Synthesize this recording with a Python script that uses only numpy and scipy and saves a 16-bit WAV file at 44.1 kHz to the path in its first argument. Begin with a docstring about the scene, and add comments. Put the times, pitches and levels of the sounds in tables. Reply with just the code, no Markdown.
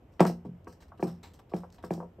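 """A hamster stands at the water bottle in a glass tank, close to the microphone in a small quiet room.
A low hum and rumble lie beneath throughout. After a faint crackle of wood shavings and a tiny click,
paws tap the wall and the bottle knocks loudest, ringing the pane and booming through the tank.
Weaker knocks follow after one second and towards the end; between them come lighter taps, clicks of
claws and spout, and crackling shavings. Ringing modes make knocks and taps; shaped noise the rest."""
import sys
import numpy as np
from scipy import signal
from scipy.fft import rfft, irfft
from scipy.io import wavfile

SR = 44100
rng = np.random.default_rng(int(sys.argv[2]) if len(sys.argv) > 2 else 0)


def bounce(signal):
    """Save signal as a 16-bit WAV file at the path given by the first command-line argument."""
    frames = np.transpose(np.atleast_2d(signal))
    limited = np.clip(frames, -1, 1)
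    pcm = np.round(limited * 32767).astype(np.int16)
    wavfile.write(sys.argv[1], SR, pcm)


N = 97020
T = np.arange(N) / SR
FREQ = np.maximum(np.arange(N + 1) * SR / (2 * N), 1)  # Hz, for spectra of 2 N samples
LEFT_RIGHT = np.array([[1], [-1]])  # a side signal is opposite in the two channels


def undb(db):
    """Decibels to gain."""
    return 10 ** (np.asarray(db) / 20)


def peak(x):
    """Scale to a peak of 1."""
    return x / np.abs(x).max()


def unit(x):
    """Scale to an rms of 1."""
    return x / x.std()


def noise():
    """White noise."""
    return rng.standard_normal(N)


def decay_db(t60_s):
    """Steady fade in dB, reaching -60 after t60_s."""
    return -60 * T / t60_s


def curve(points):
    """Levels in dB at every frequency, from (Hz, dB) points joined on a log frequency axis."""
    hz, db = np.array(points, float).T
    return np.interp(np.log(FREQ), np.log(hz), db)


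def through(x, response):
    """Filter by a frequency response."""
    return irfft(rfft(x, 2 * N) * response)[..., :N]


def colour(x, db):
    """Causal minimum-phase filter with the given level at every frequency."""
    cepstrum = irfft(np.log(undb(db)))
    # folding the cepstrum forward in time makes the filter causal
    cepstrum[1:N] *= 2
    cepstrum[N + 1:] = 0
    return through(x, np.exp(rfft(cepstrum)))


def soften(x, hz):
    """Two-pole low-pass."""
    b, a = signal.butter(2, hz, fs=SR)
    return signal.lfilter(b, a, x + 1e-18)  # the tiny offset avoids slow denormal numbers


def ring(modes):
    """Free ringing of (Hz, dB, t60) modes: a sum of decaying sines."""
    return sum(undb(db) * np.sin(2 * np.pi * hz * T) * undb(decay_db(t60)) for hz, db, t60 in modes)


def add(out, start_s, x):
    """Mix a sound in from its start time."""
    i = int(start_s * SR)
    out[i:] += x[:N - i]


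def bottle_knocks():
    """A knock rings the pane, whose low bending waves arrive last, and makes the whole tank boom."""
    # knocks of the bottle: start_s, level_db, contact_cutoff_hz, damping by the leaning body [dB per s]
    knocks = [(0.2029, -5, 6950, 12), (0.2512, -23, 7040, 23), (0.2956, -26, 1300, 71),
              (1.0252, -16.5, 4000, 16), (1.069, -19, 227, 54), (1.5353, -20, 3470, 38),
              (1.9053, -19, 3500, 26), (1.976, -32.5, 1000, 26)]
    # deepest strong note of the pane, before the low cut: pitch_hz, level_db, t60_s
    deep_note = (173, -5.5, .41)
    # other modes of bottle and pane, before the body damps them: pitch_hz, level_db, t60_s
    pane_modes = [(133, -16.5, 0.56), (190.1, -1, 0.23), (230.5, -18, 0.42), (322.6, -14, 0.24),
                  (373, -22.5, 0.37), (363, 0.5, 0.033), (438, -16, 0.16), (493, -24.5, 0.19),
                  (531.6, -16, 0.12), (620, 3, 0.0091), (671, -13, 0.04), (765, -19.5, 0.13),
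                  (839, -22, 0.16), (1648, -18.5, 0.054), (2204, -14.5, 0.013), (2373, -24, 0.042)]
    # how well the pane radiates the upper notes: freq_hz, level_db
    radiation = [(950, 5), (1350, -7.5), (1900, 2.5), (2400, -1), (3200, -7.5), (4200, -8), (8000, -28)]
    # boom of the tank's many weak, crowded modes: freq_hz, level [dB per Hz]
    boom_spectrum = [(70, -25.5), (140, -2), (260, -4.5), (800, -9.5), (1300, -18.5), (3000, -54)]
    boom_db, boom_rise_s, boom_t60_s = -19, .012, 0.25
    bend_delay_s = 0.002217  # at 1 kHz, longer for lower notes

    low_cut = signal.butter(4, 205, "high", fs=SR, output="sos")  # Hz; the pane radiates little bass
    bend = np.exp(-4j * np.pi * bend_delay_s * np.sqrt(1000 * FREQ))
    swell = undb(boom_db + decay_db(boom_t60_s)) * np.minimum(T / boom_rise_s, 1)
    out = np.zeros(N)
    for start_s, db, cutoff_hz, damping in knocks:
        ringing = ring(vary_blow([deep_note] + pane_modes))
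        radiated = colour(signal.sosfilt(low_cut, ringing), curve(radiation))
        blow = -peak(through(radiated, bend))
        boom = swell * unit(through(noise(), undb(curve(boom_spectrum))))
        add(out, start_s, undb(db - damping * T) * soften(blow + boom, cutoff_hz))
    return out


def vary_blow(modes):
    """The same modes, a little shifted in pitch and level by where the blow lands."""
    detune_share, scatter_db = .009, 1.5
    chance = rng.standard_normal((len(modes), 2))
    return [(hz * (1 + detune_share * a), db + scatter_db * b, t60)
            for (hz, db, t60), (a, b) in zip(modes, chance)]


def paw_taps():
    """A tap rings the wall with random mode polarities and scuffs it; each has its own pitch band."""
    # paw taps: start_s, rms_db of the first 20 ms, centre_hz, reach either side [octaves], scuff_db
    taps = [(0.1952, -33.5, 1066, 2.35, 13.5), (0.2046, -28, 1390, 1.43, 3.5), (.213, -27.5, 788, 0.3, 24),
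            (.252, -31.5, 890, 1.11, 7), (0.2982, -43, 477, 0.73, -10), (0.4489, -43.5, 397, 1.12, 2),
            (.459, -39, 168, 0.89, 11), (0.477, -42.5, 173, 0.71, 16.5), (0.67, -44, 620, 1.66, -9),
            (0.9177, -52, 980, 0.52, 6), (0.995, -43, 540, 1.58, -2), (1.241, -57.5, 420, 2, 1),
            (1.394, -60, 830, 0.5, 12), (1.517, -47.5, 620, 0.87, -5), (1.634, -46.5, 733, 0.84, 11),
            (1.784, -59, 830, 0.26, 1), (1.838, -39.5, 550, 1.6, -2), (2.002, -43, 756, 0.71, 5),
            (2.026, -45, 760, 0.58, -3), (2.044, -48.5, 303, 1.27, 14), (2.184, -48.5, 289, 1.04, 6)]
    # modes of the tapped wall, before each tap's band and level: pitch_hz, level_db, t60_s
    wall_modes = [(132, -3.5, 0.61), (175.3, 5, 0.3), (231.8, -2, 0.26), (332.5, 7, 0.091),
                  (409.3, 6.5, 0.13), (500, 4.5, 0.15), (667.3, 2.5, 0.046), (720.6, 4.5, 0.074),
                  (941.5, 0.5, 0.088), (1142, 4.5, 0.07), (1296, -10.5, 0.22), (1610, -4, 0.088),
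                  (2550, -13, .08)]
    contact_db, contact_t60_s = 4, 0.032  # the first touch
    scuff_t60_s, scuff_cutoff_hz = 0.1, 1296

    modes = np.array([ring([mode]) for mode in wall_modes])
    out = np.zeros(N)
    for start_s, db, centre_hz, octaves, scuff_db in taps:
        wall = rng.choice([-1, 1], len(modes)) @ modes
        contact = undb(contact_db + decay_db(contact_t60_s))
        scuff = undb(scuff_db + decay_db(scuff_t60_s))
        struck = wall + (contact + scuff) * unit(soften(noise(), scuff_cutoff_hz))
        edges_hz = [centre_hz / 2 ** octaves, centre_hz * 2 ** octaves]
        tap = signal.sosfilt(signal.butter(3, edges_hz, "band", fs=SR, output="sos"), struck)
        add(out, start_s, undb(db) * tap / tap[T < .02].std())
    return out


def claw_and_spout_clicks():
    """Hard little contacts, each a bright burst of noise that dies within milliseconds."""
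    # sharp clicks of claws and spout: start_s, peak_db
    click_list = [(0.138, -62.5), (.2055, -25), (0.2516, -34.5), (0.6453, -57.5), (1.027, -47),
                  (1.234, -45.5), (1.336, -55.5), (1.566, -46), (1.7027, -56), (1.7255, -52), (1.9376, -41)]
    low_cut_hz, top_cut_hz, t60_s = 3000, 7500, 0.012

    b, a = signal.butter(2, low_cut_hz, "high", fs=SR)
    out = np.zeros(N)
    for start_s, db in click_list:
        bright = soften(signal.lfilter(b, a, noise()), top_cut_hz)
        add(out, start_s, undb(db) * peak(bright * undb(decay_db(t60_s))))
    return out


def shavings():
    """Each shift of weight lets off a short shower of snaps with its own colour, left and right."""
    # crackles in the shavings: start_s, level_db, decay to 1/e [s], dull part against crisp [dB]
    crackles = [(.118, -77, 0.059, -6), (0.2003, -42, 0.027, -24), (0.262, -41.5, .026, 1),
                (0.448, -71, 0.017, 8.5), (.51, -89.5, 0.24, 0), (0.673, -60, 0.032, -2),
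                (.722, -67, 0.021, 2), (.802, -64, 0.027, 6), (.821, -67.5, .0085, 6.5),
                (0.879, -70, 0.0075, 3), (.973, -72, 0.015, 8), (1, -60.5, 0.029, 1.5),
                (1.027, -55, 0.033, -3), (1.067, -60.5, 0.039, 7.5), (1.229, -55.5, 0.032, 7.5),
                (1.334, -62.5, 0.023, 2), (1.388, -63.5, 0.0082, 7.5), (1.492, -73, 0.044, 9),
                (1.538, -58.5, .015, 2.5), (1.56, -60.5, 0.041, 2.5), (1.719, -65, 0.023, .5),
                (1.741, -66.5, 0.016, 5), (1.779, -78, .014, 17.5), (1.824, -64.5, 0.036, 7),
                (1.841, -56, 0.016, 0), (1.904, -57, 0.042, 2), (1.93, -60.5, 0.037, -5)]
    # crisp part of a crackle: freq_hz, level [dB per Hz]
    crisp_spectrum = [(1000, -15.5), (2500, 4.5), (3900, -0.5), (4700, 0), (5500, 6.5), (6500, -5),
                      (8500, 0.5), (12500, -5.5), (15000, -13.5)]
    # dull part of a crackle: freq_hz, level [dB per Hz]
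    dull_spectrum = [(300, 5), (700, 6), (1400, 3), (2500, 1), (4000, 0), (8000, -49)]
    side_db, rise_s = -12.5, 0.0056

    grains = snaps() + undb(side_db) * LEFT_RIGHT * snaps()
    crisp = unit(colour(grains, curve(crisp_spectrum)))
    dull = unit(colour(grains, curve(dull_spectrum)))
    out = np.zeros((2, N))
    for start_s, db, decay_s, dull_db in crackles:
        rise = np.clip((T - start_s) / rise_s, 0, 1)
        fade = np.exp(-np.maximum(T - start_s - rise_s, 0) / decay_s)
        out += bend_chips(undb(db) * rise * fade * (crisp + undb(dull_db) * dull))
    return out


def snaps():
    """Dense tiny snaps at random moments, a few of them much stronger."""
    snaps_per_s, spread_db = 3500, 2.5
    polarity = rng.choice([-1, 1], N)
    happens = rng.random(N) < snaps_per_s / SR
    strength = undb(spread_db * np.minimum(rng.exponential(size=N), 4))
    return polarity * happens * strength


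def bend_chips(x):
    """Colour a shower with the random peaks and dips of the chips that it bends."""
    scatter_db, spacing_hz = 3, 450
    hz = np.arange(0, SR / 2, spacing_hz)
    gain = undb(np.interp(FREQ, hz, scatter_db * rng.standard_normal(len(hz))))
    return through(x, gain / np.sqrt(np.mean(gain ** 2)))


def room(x):
    """Short diffuse echo of tank and room: coloured noise that fades after a small gap."""
    # colour of the echo: freq_hz, level_db
    echo_colour = [(100, -2), (300, -14), (700, -8.5), (1500, -15.5), (5000, -11.5), (15000, -17.5)]
    t60_s, gap_s = 0.2, 0.0049
    fade = (T > gap_s) * undb(decay_db(t60_s))
    fade = fade / np.sqrt(np.sum(fade ** 2))  # unit energy
    echo = colour(spread(noise() * fade, noise() * fade), curve(echo_colour))
    return x + through(x, rfft(echo, 2 * N))


def spread(mid, side):
    """Left and right: alike in the bass, wider in the treble."""
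    # side share of the sound: freq_hz, level_db
    side_share = [(100, -56), (300, -16.5), (700, -3.5), (1500, -6), (5000, -1.5), (15000, -5.5)]
    return mid + LEFT_RIGHT * colour(side, curve(side_share))


def background():
    """Low room rumble of shaped noise, with a faint hum as a steady sine."""
    # spectrum of the rumble: freq_hz, level [dB per Hz]
    rumble_spectrum = [(20, -93), (35, -9.5), (55, -0.5), (90, 1.5), (125, -6), (180, -8), (260, -9.5),
                       (500, -14.5), (900, -22.5), (1600, -32.5), (3000, -37), (4200, -49), (8000, -51.5),
                       (13000, -47.5), (15000, -62)]
    rumble_db, hum_hz, hum_db = -56.5, 86, -64  # rms levels
    rumble = unit(through(spread(noise(), noise()), undb(curve(rumble_spectrum))))
    hum = unit(np.sin(2 * np.pi * (hum_hz * T + rng.random())))
    return undb(rumble_db) * rumble + undb(hum_db) * hum


def scene():
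    """Bottle, paws, clicks and shavings in the room, over the background."""
    sources = bottle_knocks() + paw_taps() + claw_and_spout_clicks() + shavings()
    return room(sources) + background()


def record(dry):
    """The microphone has a narrow notch in the treble; the top is cut."""
    notch_hz, notch_width_hz, notch_db, top_hz = 10020, 960, -18, 15600
    notch = notch_db * np.exp(-((FREQ - notch_hz) / notch_width_hz) ** 2)
    top_cut = signal.ellip(8, .2, 70, top_hz, fs=SR, output="sos")  # steep low-pass
    return signal.sosfilt(top_cut, colour(dry, notch))


dry = scene()
out = record(dry)
bounce(out)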